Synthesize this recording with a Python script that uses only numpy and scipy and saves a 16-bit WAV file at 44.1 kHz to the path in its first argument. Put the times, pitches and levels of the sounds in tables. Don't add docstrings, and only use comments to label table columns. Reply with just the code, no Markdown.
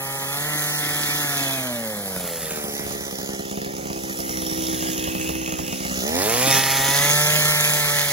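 import sys
import numpy as np
from scipy import signal
from scipy.fft import rfft, irfft, next_fast_len
from scipy.io import wavfile
from scipy.ndimage import uniform_filter1d, map_coordinates

SR = 44100
rng = np.random.default_rng(int(sys.argv[2]) if len(sys.argv) > 2 else 0)


def bounce(signal):
    frames = np.transpose(np.atleast_2d(signal))
    limited = np.clip(frames, -1, 1)
    pcm = np.round(limited * 32767).astype(np.int16)
    wavfile.write(sys.argv[1], SR, pcm)


def elevation(decibels):
    levels = np.asarray(decibels, float)
    return 10 ** (levels / 20)


N = 358091

# freq_hz, level_db
WIND = [(20, -47), (40, -55), (65, 2), (100, -11.5), (160, -7), (300, -26.5)]
# middle_s, length_s, peak_db
GUSTS = [(.18, 0.32, -53), (1.08, 0.24, -38.5), (2.92, 0.3, -31), (2.4, 0.33, -42), (3.45, 0.31, -48.5),
         (3.907, 0.28, -36), (4.316, 0.27, -46), (4.79, 0.54, -33), (5.21, 0.29, -32), (5.616, 0.49, -30.5),
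         (6.188, 0.43, -31), (6.851, 0.93, -40), (7.42, 0.22, -37)]
CALM_DB = -58

# time_s, aside (0 ahead, 1 aside)
BEARING = [(0, -.035), (.6, -.02), (.9, .01), (2.1, .02), (2.65, .66), (2.95, .75), (3.35, .78), (3.5, .94),
           (4, .95), (4.15, .89), (4.25, 1), (4.62, 1), (4.75, 1.06), (5.75, 1.08), (6, .8), (6.13, .73),
           (6.2, .5), (6.6, .37), (7, .11), (7.2, .01), (7.55, 0), (8.1, .06)]
# time_s, speed_hz
SPEED = [(0, 135.5), (.28, 137.5), (.48, 149.3), (1.2, 146.5), (1.57, 132.5), (1.97, 102.8), (2.25, 87.2),
         (2.62, 73.6), (3, 68.3), (4.48, 64.4), (6.02, 64.5), (6.32, 116.2), (6.48, 134.3), (6.84, 136),
         (7.12, 147.2), (7.37, 150.6), (7.73, 149.1), (8.12, 143.8)]
# time_s, exhaust_db, chain_db
EFFORT = [(0, -35.5, -36), (.6, -35, -29.5), (1.1, -37, -27), (1.5, -31, -28.5), (1.8, -29.5, -35),
          (2.35, -33, -35.5), (3.3, -36, -36.5), (3.75, -33, -38.5), (4.4, -30.5, -35), (4.85, -28.5, -32),
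          (5.6, -32.5, -36.5), (6.01, -30.5, -31.5), (6.2, -24.5, -28), (6.57, -24.5, -22),
          (6.63, -29, -25.5), (7.1, -28.5, -22), (7.4, -28.5, -23), (8.12, -34, -25)]

# order, level_db
BITE = [(1, 0), (2, -5.5), (3, -4.5), (4, -1.5), (5, -11), (6, 2.5), (7, -4.5), (8, -12), (9, -2), (10, -6),
        (11, -35), (12, -15), (13, -5.5), (14, -4), (15, -41), (16, -9)]
CUT = [(1, 0), (2, -4), (3, -6), (4, -6), (5, -1.5), (6, -3.5), (7, -7.5), (8, -11), (9, -3), (10, -4),
       (11, -12), (12, 1.5), (13, -0.5), (14, -8), (15, -15), (16, -9)]
COAST = [(1, -10), (2, 0), (3, -17), (4, -12), (5, -1), (6, -15), (7, -15), (8, -17), (9, -22), (10, -20),
         (11, -21), (12, -21), (13, -20), (14, -22), (15, -19), (16, -23)]
COAST_END = [(1, -15), (2, 1.5), (3, -6.5), (4, -16), (5, -4.5), (6, 5), (7, 2), (8, -9), (9, -26),
             (10, -17), (11, -26), (12, -23), (13, -31), (14, -22), (15, -25), (16, -7)]
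SETTLE = [(1, -7), (2, -1), (3, 10), (4, 5.5), (5, 6), (6, 9.5), (7, 4), (8, 7), (9, -30), (10, -1.5),
          (11, -2), (12, -29), (13, -34), (14, -20), (15, -12), (16, -10)]
IDLE = [(1, -11), (2, -15), (3, -8), (4, -7), (5, 0), (6, -11), (7, -14), (8, -8), (9, -18), (10, -22),
        (11, -19), (12, -27), (13, -25), (14, -25), (15, -25), (16, -30)]
IDLE_TURNED = [(1, -11), (2, -20), (3, 4), (4, 2), (5, -7.5), (6, -7), (7, -18), (8, -3.5), (9, -5),
               (10, -8.5), (11, -17), (12, -16), (13, -24), (14, -24), (15, -24), (16, -24)]
SNATCH = [(1, -6), (2, -20), (3, -0.5), (4, -10.5), (5, -7), (6, -2), (7, -11), (8, -4), (9, -9), (10, -7),
          (11, -7), (12, -13), (13, -19), (14, -29), (15, -23), (16, -31)]
PULL = [(1, -3), (2, -4), (3, -10), (4, 2), (5, -4), (6, -3), (7, -7), (8, -7), (9, -7), (10, -14),
        (11, -13), (12, -15), (13, -18), (14, -14), (15, -11), (16, -11)]
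REBITE = [(1, -1), (2, -6), (3, -4.5), (4, -1.5), (5, -2), (6, 3), (7, 3.5), (8, -9), (9, -4), (10, -5),
          (11, -24), (12, -18), (13, 0.5), (14, 4), (15, -16), (16, 0.5)]
DEEP = [(1, 0), (2, -41), (3, -10), (4, -1.5), (5, -10.5), (6, -4.5), (7, -12), (8, -35), (9, -5.5),
        (10, -20), (11, -10), (12, -1.5), (13, -13), (14, -2.5), (15, -4.5), (16, -6)]
STATES = [BITE, CUT, COAST, COAST_END, SETTLE, IDLE, IDLE_TURNED, SNATCH, PULL, REBITE, DEEP]
# start_s, length_s
CHANGES = [(0.271, 0.24), (1.198, 0.56), (1.846, 0.46), (2.46, 0.13), (3.59, 0.99), (5.56, 0.38),
           (5.991, 0.052), (6.158, 0.11), (6.461, 0.061), (6.87, 0.2)]
SMEAR = [.225, .248, .198, .2, .2, .7, .25, .0, .03, .251, .251]
TWIST = [0, 0, 0, 0, 0, 0, 0, -1.8, -1.8, 0, 0]
ROUGH_DB = [-8, -9, -13, -8, -6, -12, -10, -14, -11, -8, -11]
# speed_hz, level_db
FIRST = [(64, -22), (72, -32), (88, -16.5), (115, -17), (134, -6), (148, -0.5)]
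# order, level_db
UPPER = [(17, -25), (18, -15), (19, -9.5), (21, -23), (22, -20), (23, -16), (24, -20.5), (25, -15)]
# start_s, peak_db
SURGES = [(0.523, -35), (0.555, -22), (0.831, -23), (0.865, -21), (0.905, -29), (0.956, -24), (1.003, -23),
          (1.039, -24), (1.089, -20), (1.144, -23), (1.195, -23), (1.242, -21), (1.29, -26), (1.364, -26),
          (1.411, -21), (1.465, -23), (1.53, -29), (1.585, -24), (6.452, -23), (6.472, -9), (6.495, -32),
          (6.569, -30), (6.591, -23), (6.672, -33), (6.715, -31), (6.796, -21), (6.819, -30), (6.885, -17),
          (6.907, -23), (6.999, -21), (7.048, -20), (7.138, -30), (7.292, -29)]
SURGE_RISE_S, SURGE_FALL_S, SURGE_DB = 0.0035, 0.0041, -11.5

# start_s, peak_db, relight_turns
POPS = [(2.132, -37, 3), (2.198, -32, 4), (2.273, -46, 20), (2.43, -32, 20), (2.51, -27.5, 20),
        (2.573, -32, 20)]
# start_s, peak_db, relight_turns
FIRES = [(2.64, -27, 3.4), (2.795, -27, 5), (2.909, -27, 3.4), (3.008, -34, 4), (3.125, -29, 4),
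         (3.187, -27.5, 3), (3.29, -26, 3), (3.394, -26.5, 4), (3.513, -25.5, 9), (3.573, -25.5, 3),
         (3.693, -41, 3), (3.782, -29, 5), (3.902, -24, 4), (4.036, -26, 9), (4.098, -30, 9),
         (4.19, -24, 9), (4.294, -25, 5), (4.421, -22.5, 3), (4.514, -23, 4), (4.623, -27, 4),
         (4.73, -23, 9), (4.825, -22, 9), (4.886, -25, 9), (4.979, -26, 3), (5.074, -20, 9),
         (5.15, -20.5, 3), (5.292, -18, 4), (5.478, -23.5, 9), (5.523, -22, 9), (5.589, -17.5, 3),
         (5.726, -23, 5), (5.852, -24, 9), (5.913, -27, 9), (5.975, -27, 9), (6.021, -28, 9),
         (6.037, -28, 9)]
# start_s, peak_db
BACKFIRES = [
    (6.471, -29),
    (6.568, -26),
]
# freq_hz, width_hz, level_db
MUFFLER = [(190, 30, 4.5), (400, 520, 11), (700, 450, 12), (1020, 380, 12)]
# time_s, depth
THROB = [(2.2, 0), (2.55, 2), (3.6, 1.8), (4.3, .7), (5.4, .6), (5.6, 1.5), (5.98, 1.5), (6.03, 0)]
WEAK_DB, WEAK_SPREAD_DB, REST_TURNS = 4, 1.5, 1.5
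PORT_S = .0024
SLAP_S, SLAP_DB = .008, -2
INERTIA_S = .06
CLUTCH_S, CLUTCH_LENGTH_S, CLUTCH_SAG_HZ = 6.165, .07, 2.8

# freq_hz, level_db
RUMBLE = [(60, -83), (150, 15), (300, 2), (600, 11.5), (900, 9.5), (1150, -5), (1600, -42)]
RASP = [(700, -9), (1100, -5), (1500, -2), (2000, 3), (2500, -6.5), (3100, -25.5)]
CASING = [(2200, -14.5), (2800, -1), (4000, -4), (5500, 1), (7000, -2), (8200, -5.5)]
FIZZ = [(6800, -9.5), (7800, 1), (10000, -2), (12200, 0), (13500, -1.5), (15600, -6), (16100, -42)]
# mid_chain_db, db_per_chain_db, aside_db
LAYERS = [
    (-33, 0.9, 1.5),
    (-32.5, 1.28, 3.5),
    (-30, 0.74, -4.5),
]
CHAIN_MID_DB = -32
# time_s, gain_db
SHELTER = [(0, 1.5), (1.8, 0), (2.25, 3), (2.8, 2), (3.4, -5), (3.9, -9), (4.2, 4), (6, -4), (6.25, 2.5),
           (8.12, 0)]
# freq_hz, width_hz, level_db
RING_AHEAD = [(1850, 290, -16), (2350, 380, 2.5), (3410, 13, -6.5), (3634, 300, 0.5), (4380, 180, 1.5),
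              (6520, 250, -4), (7550, 610, -5)]
RING_ASIDE = [(2500, 31, -32), (2880, 90, -9), (3500, 87, -20), (3624, 74, -4), (4890, 62, -6.5),
              (5640, 130, -9.5), (6440, 110, 1), (6790, 154, 2.5)]
# middle_s, length_s, freq_hz, width_hz, level_db
GLINTS = [(.9, 3.4, 1650, 96, -4), (1.175, 1.4, 3600, 270, 3.5), (4.61, 0.41, 3680, 260, 9),
          (4.9, .45, 3250, 200, 4), (5.3, 1.1, 2910, 110, 4), (4.5, .5, 5670, 250, 7),
          (7.05, 0.67, 6500, 400, 3.5), (5.4, 0.75, 2600, 290, 17), (7.9, 0.99, 2100, 190, -2)]

# freq_hz, phase_rad
LEAD_AHEAD = [(100, 0), (1000, .15), (1400, .5), (1720, .9), (2070, 1.7), (2400, 2.5), (2750, 3.14),
              (3300, 2.2), (4000, 2.45), (5000, 2.4), (6500, 1.3)]
LEAD_ASIDE = [(100, -.4), (340, -1.25), (690, -2.15), (1300, -2.85), (1600, -3.14), (2070, -3.9),
              (2750, -5.1), (3800, -6.1), (4400, -6.4), (5170, -9), (5900, -7.3)]
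# freq_hz, phase_rad
LEAD_TOP = [(5000, 1.2), (7200, -1.6), (8500, -3.14), (11000, -6.28), (13450, -9.42), (15700, -12.56),
            (17000, -14)]
SPLIT_HZ = 6900
# freq_hz, gain_db
SHADE = [(100, -3.5), (300, 1), (700, -6.5), (1500, -2.5), (2500, -3), (4000, -5), (5600, -16), (7000, 0.5),
         (8000, -1)]
# freq_hz, likeness
SAME = [(60, .99), (200, .98), (700, .93), (1600, .92), (3000, .84), (5500, .5), (8000, .82), (11000, .87)]
# freq_hz, gap_db
MUTE_GAP = [(1000, 10.5), (1300, 10.5), (1650, 8), (3000, 8.5), (7000, 6.5), (9000, 3), (11000, 4.5),
            (13400, 2.8), (15000, 4)]
EDGE_HZ = 15850


def evened(x):
    return x / np.sqrt(np.mean(x ** 2) + 1e-20)


def curve(rows, t):
    s, *columns = np.transpose(rows)
    return [np.interp(t, s, c) for c in columns]


def read(points, hz):
    f, value = np.transpose(points)
    return np.interp(np.log(hz + 1), np.log(f + 1), value)


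def drift(rate_hz, t, count):
    knots_hz = 40
    knots = rng.standard_normal((int(N / SR * knots_hz) + 2, count))
    lowpass = signal.butter(2, np.clip(rate_hz, .2, 19) / 20, output="sos")
    knots = signal.sosfiltfilt(lowpass, knots, axis=0)
    return [np.interp(t * knots_hz, np.arange(len(k)), evened(k)) for k in knots.T]


def state(t):
    return sum(np.clip((t - s) / length, 0, 1) for s, length in CHANGES)


def by_state(values, place):
    return np.interp(place, np.arange(len(STATES)), values)


def resonance(hz, center_hz, width_hz, level_db):
    return elevation(level_db) / (1 + (2 * (hz - center_hz) / width_hz) ** 2)


def wind():
    t, size = np.arange(N) / SR, next_fast_len(N)
    colour = elevation(read(WIND, np.fft.rfftfreq(size, 1 / SR)))
    gusts = irfft(rfft(rng.standard_normal((3, size))) * colour, size)[:, :N]
    lumps = elevation(3.6 * np.array(drift(6.1, t, count=3)))
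    both, left, right = gusts * lumps
    force = elevation(CALM_DB)
    for s, length, db in GUSTS:
        force = force + elevation(db) * np.exp(-4 * ((t - s) / length) ** 2)
    return force * elevation(-5.0) * np.array([evened(both + 1.0 * left), evened(both + 1.5 * right)])


def glints(hz, frames):
    t = np.arange(frames) * 256 / SR
    total = 0
    for s, length, f, w, db in GLINTS:
        facing = np.exp(-(2 * (t - s) / length) ** 4)
        total = total + np.outer(resonance(hz, f, w, db), facing)
    return total


def noise(colour, ringing, patchy_db):
    frames, hz = N // 256 + 5, np.fft.rfftfreq(1024, 1 / SR)
    aside = curve(BEARING, np.arange(frames) * 256 / SR)[0]
    ahead_ring, aside_ring = [sum(resonance(hz, *mode) for mode in r) for r in (RING_AHEAD, RING_ASIDE)]
    rings = np.outer(ahead_ring, 1 - aside) + np.outer(aside_ring, aside)
    shape = elevation(read(colour, hz))[:, None]
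    shape = shape * (1 + ringing * rings + glints(hz, frames) * min(ringing, 1))
    patches = rng.standard_normal((frames // 12 + 2, len(hz) // 6 + 2))
    grid = np.meshgrid(np.arange(frames) / 12, np.arange(len(hz)) / 6)
    patches = map_coordinates(patches, grid, order=1)
    a, b = rng.standard_normal((frames, len(hz), 2)).T
    z = (a + 1j * b) * shape / np.linalg.norm(shape, axis=0) * elevation(patchy_db * patches)
    return evened(signal.istft(z, nperseg=1024, noverlap=768)[1][:N])


def hiss(turns, fired):
    t = np.arange(N) / SR
    exhaust_db, chain_db = curve(EFFORT, t)
    chain_db = chain_db - CHAIN_MID_DB
    aside = curve(BEARING, t)[0]
    rasp_db, casing_db, fizz_db = [db + share * chain_db + aside_db * aside for db, share, aside_db in LAYERS]
    turn_index = np.maximum(turns + .25, 0).astype(int)
    luck = rng.standard_normal(int(turns[-1]) + 3)[turn_index]
    puff = np.exp(-((turns + .25) % 1) / 0.19) * elevation(6.1 * np.clip(luck, -2, 1.5))
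    suck_power = np.roll(np.minimum(fired, 0), -130) ** 2
    kick = np.sqrt(abs(uniform_filter1d(suck_power, size=150))) / elevation(exhaust_db)
    rasp = elevation(rasp_db - 5.0) * noise(RASP, ringing=0.61, patchy_db=4.0)
    casing = elevation(casing_db - 0.5) * noise(CASING, ringing=2.06, patchy_db=2.5)
    fizz = elevation(fizz_db + curve(SHELTER, t)[0]) * noise(FIZZ, ringing=0, patchy_db=2.0)
    rasp = rasp * evened(1 + 0.56 * puff + 0.27 * kick)
    casing = casing * evened(1 + 1.2 * puff + 0.54 * kick)
    fizz = fizz * evened(1 + 0.5 * puff + 0.47 * kick)
    return rasp + casing + fizz


def roar():
    t = np.arange(N) / SR
    level_db = curve(EFFORT, t)[0] + by_state(ROUGH_DB, state(t))
    return elevation(level_db) * noise(RUMBLE, ringing=0, patchy_db=1.0)


def crank():
    t = np.arange(N) / SR
    sag_hz = CLUTCH_SAG_HZ * np.exp(-((t - CLUTCH_S) / CLUTCH_LENGTH_S) ** 2)
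    speed_hz = uniform_filter1d(curve(SPEED, t)[0] - sag_hz, round(INERTIA_S * SR))
    turns = np.cumsum(speed_hz * (1 + 0.0023 * drift(17, t, count=1)[0])) / SR
    s = np.transpose(FIRES)[0] + PORT_S
    hand = np.exp(2j * np.pi * np.interp(s, t, turns))
    smooth_hand = np.convolve(hand, np.hanning(5), "same")
    late_turns = np.unwrap(np.angle(smooth_hand)) / (2 * np.pi)
    return turns - np.interp(t, s, late_turns)


def lit_turns(turns):
    t, rows = np.arange(N) / SR, POPS + FIRES
    s, _, every = np.transpose(rows)
    at = np.round(np.interp(s + PORT_S, t, turns))
    again = at[:-1, None] + np.round(every[:-1, None] * np.arange(1, 4))
    luck = rng.standard_normal(again.shape)
    kept = again < at[1:, None] - REST_TURNS
    s = np.interp(again[kept], turns, t) - PORT_S
    db = curve(EFFORT, s)[0] + WEAK_DB + WEAK_SPREAD_DB * luck[kept]
    return [row[:2] for row in rows] + list(zip(s, db))


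def firings(fires):
    t, out = np.arange(3000) / SR, np.zeros(N + 3000)
    rows = np.array(fires + BACKFIRES)
    tunes = rng.uniform(.92, 1.08, (len(rows), len(MUFFLER)))
    for (s, db), tune in zip(rows, tunes):
        ring = 0
        for (f, w, g), k in zip(MUFFLER, tune):
            ring = ring + elevation(g) * np.exp(-np.pi * w * t) * np.sin(2 * np.pi * f * k * t + .5)
        start = round((s + PORT_S) * SR) - 20
        out[start:][:len(t)] -= elevation(db + 7.0) * ring / abs(ring).max()
    slap = uniform_filter1d(np.roll(out, round(SLAP_S * SR)), size=24)
    return (out - elevation(SLAP_DB) * slap)[:N]


def throb(fires):
    t, lit = np.arange(N) / SR, np.zeros(N)
    s, db = np.transpose(fires)
    lit[(s * SR).astype(int)] = elevation(db - curve(EFFORT, s)[0] - 4)
    swell = signal.lfilter([1], [1, -np.exp(-1 / (.028 * SR))], lit)
    return 1 + curve(THROB, t)[0] * (.25 * uniform_filter1d(swell, size=90) - .15)


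def surge(t):
    start_s, peak_db = np.transpose(SURGES)
    late_s = np.maximum(t - start_s[:, None], 0)
    shape = (1 - np.exp(-late_s / SURGE_RISE_S)) * np.exp(-late_s / SURGE_FALL_S)
    return elevation(peak_db + SURGE_DB) @ shape / shape.max()


def orders(turns):
    t, coarse = np.arange(0, N, 4) / SR, turns[::4]
    exhaust_db, speed_hz, place = curve(EFFORT, t)[0], curve(SPEED, t)[0], state(t)
    table = np.array(STATES, float)[:, :, 1]
    table -= 10 * np.log10((elevation(table[:, 1:7]) ** 2).sum(1))[:, None]
    swell, slip = drift(15, t, count=30), drift(12, t, count=30)
    smear, twist = by_state(SMEAR, place), by_state(TWIST, place)
    first_db = exhaust_db + read(FIRST, speed_hz)
    out = elevation(first_db + 0.14 * swell[0]) * np.sin(2 * np.pi * coarse)
    for k in range(2, 17):
        level_db = exhaust_db - .9 + by_state(table[:, k - 1], place) + 1.6 * swell[k - 1]
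        phase = smear * (k - 4) ** 2 + twist + (.1 + .012 * k) * slip[k - 1]
        out -= elevation(level_db) * np.cos(2 * np.pi * k * coarse + phase)
    out -= surge(t) * np.cos(4 * np.pi * coarse + 4 * smear)
    fast = np.clip((speed_hz - 100) / 35, 0, 1)
    for k, db in UPPER:
        level_db = exhaust_db + db + 3.0 * swell[k - 1]
        phase = .3 * k ** 2 + 0.83 * slip[k - 1]
        out += fast * elevation(level_db) * np.cos(2 * np.pi * k * coarse + phase)
    return np.sqrt(2) * signal.resample_poly(out, 4, 1)[:N]


def microphones(x):
    taps = rng.standard_normal((2, 3000)) * np.exp(-np.arange(3000) / 900.)
    echoes = signal.oaconvolve(x[None], taps / np.linalg.norm(taps[0]), axes=1)[:, :N]
    hz, t, (z, left, right) = signal.stft(np.vstack([x, echoes]), SR, nperseg=512, noverlap=256)
    aside = curve(BEARING, t)[0] + .014 * drift(12, t, count=1)[0]
    lead = np.outer(read(LEAD_AHEAD, hz), 1 - aside) + np.outer(read(LEAD_ASIDE, hz), aside)
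    lead_top = np.interp(hz, *np.transpose(LEAD_TOP))[:, None]
    top = (1 / (1 + np.exp(np.clip((SPLIT_HZ - hz) / 350, -30, 30))))[:, None]
    turn = (1 - top) * np.exp(1j * lead) + top * np.exp(1j * lead_top)
    shade = elevation(np.outer(read(SHADE, hz), 0.41 + 0.49 * aside))
    same = np.clip(read(SAME, hz), 0, 1)[:, None]
    direct, scattered = np.sqrt(same), np.sqrt(1 - same)
    pair = [shade * (direct * turn * z + scattered * left), direct * z + scattered * right]
    pair = np.array(pair) * np.sqrt(2 / (1 + shade ** 2))
    return signal.istft(pair, SR, nperseg=512, noverlap=256)[1][:, :N]


def scene():
    turns = crank()
    fires = lit_turns(turns)
    fired = firings(fires)
    exhaust = (orders(turns) + roar()) * throb(fires)
    return microphones(exhaust + fired + hiss(turns, fired)) + wind()


def mute_weaker(left, right):
    window = np.sin(np.pi * (np.arange(2048) + .5) / 2048)
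    stft = dict(nperseg=2048, noverlap=1024)
    hz, t, z = signal.stft([left + right, left - right], SR, window, **stft)
    edges = np.r_[0:96:8, 96:176:16, 176:320:24, 320:1025:32]
    power = np.add.reduceat(abs(z) ** 2, edges, axis=1)
    power_db = 10 * np.log10(uniform_filter1d(power, size=2, axis=2) + 1e-20)
    jitter_db = 2.2 * uniform_filter1d(rng.standard_normal(power_db.shape), size=3)
    kept = power_db[::-1] - power_db < read(MUTE_GAP, hz[edges])[:, None] + jitter_db
    kept[:, hz[edges] < 1200] = True
    kept = np.repeat(kept, np.diff(np.r_[edges, len(hz)]), axis=1)
    z = z * kept * (hz < EDGE_HZ)[:, None]
    mid, side = signal.istft(z, SR, window, **stft)[1][:, :N] / 2
    return np.array([mid + side, mid - side])


def roll_off(x):
    return signal.sosfilt(signal.butter(12, 17110, fs=SR, output="sos"), x)


def record(dry):
    low_cut = signal.butter(4, 46, "highpass", fs=SR, output="sos")
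    left, right = signal.sosfilt(low_cut, dry)
    mix = mute_weaker(left, right)
    return roll_off(mix)


dry = scene()
out = record(dry)
bounce(out)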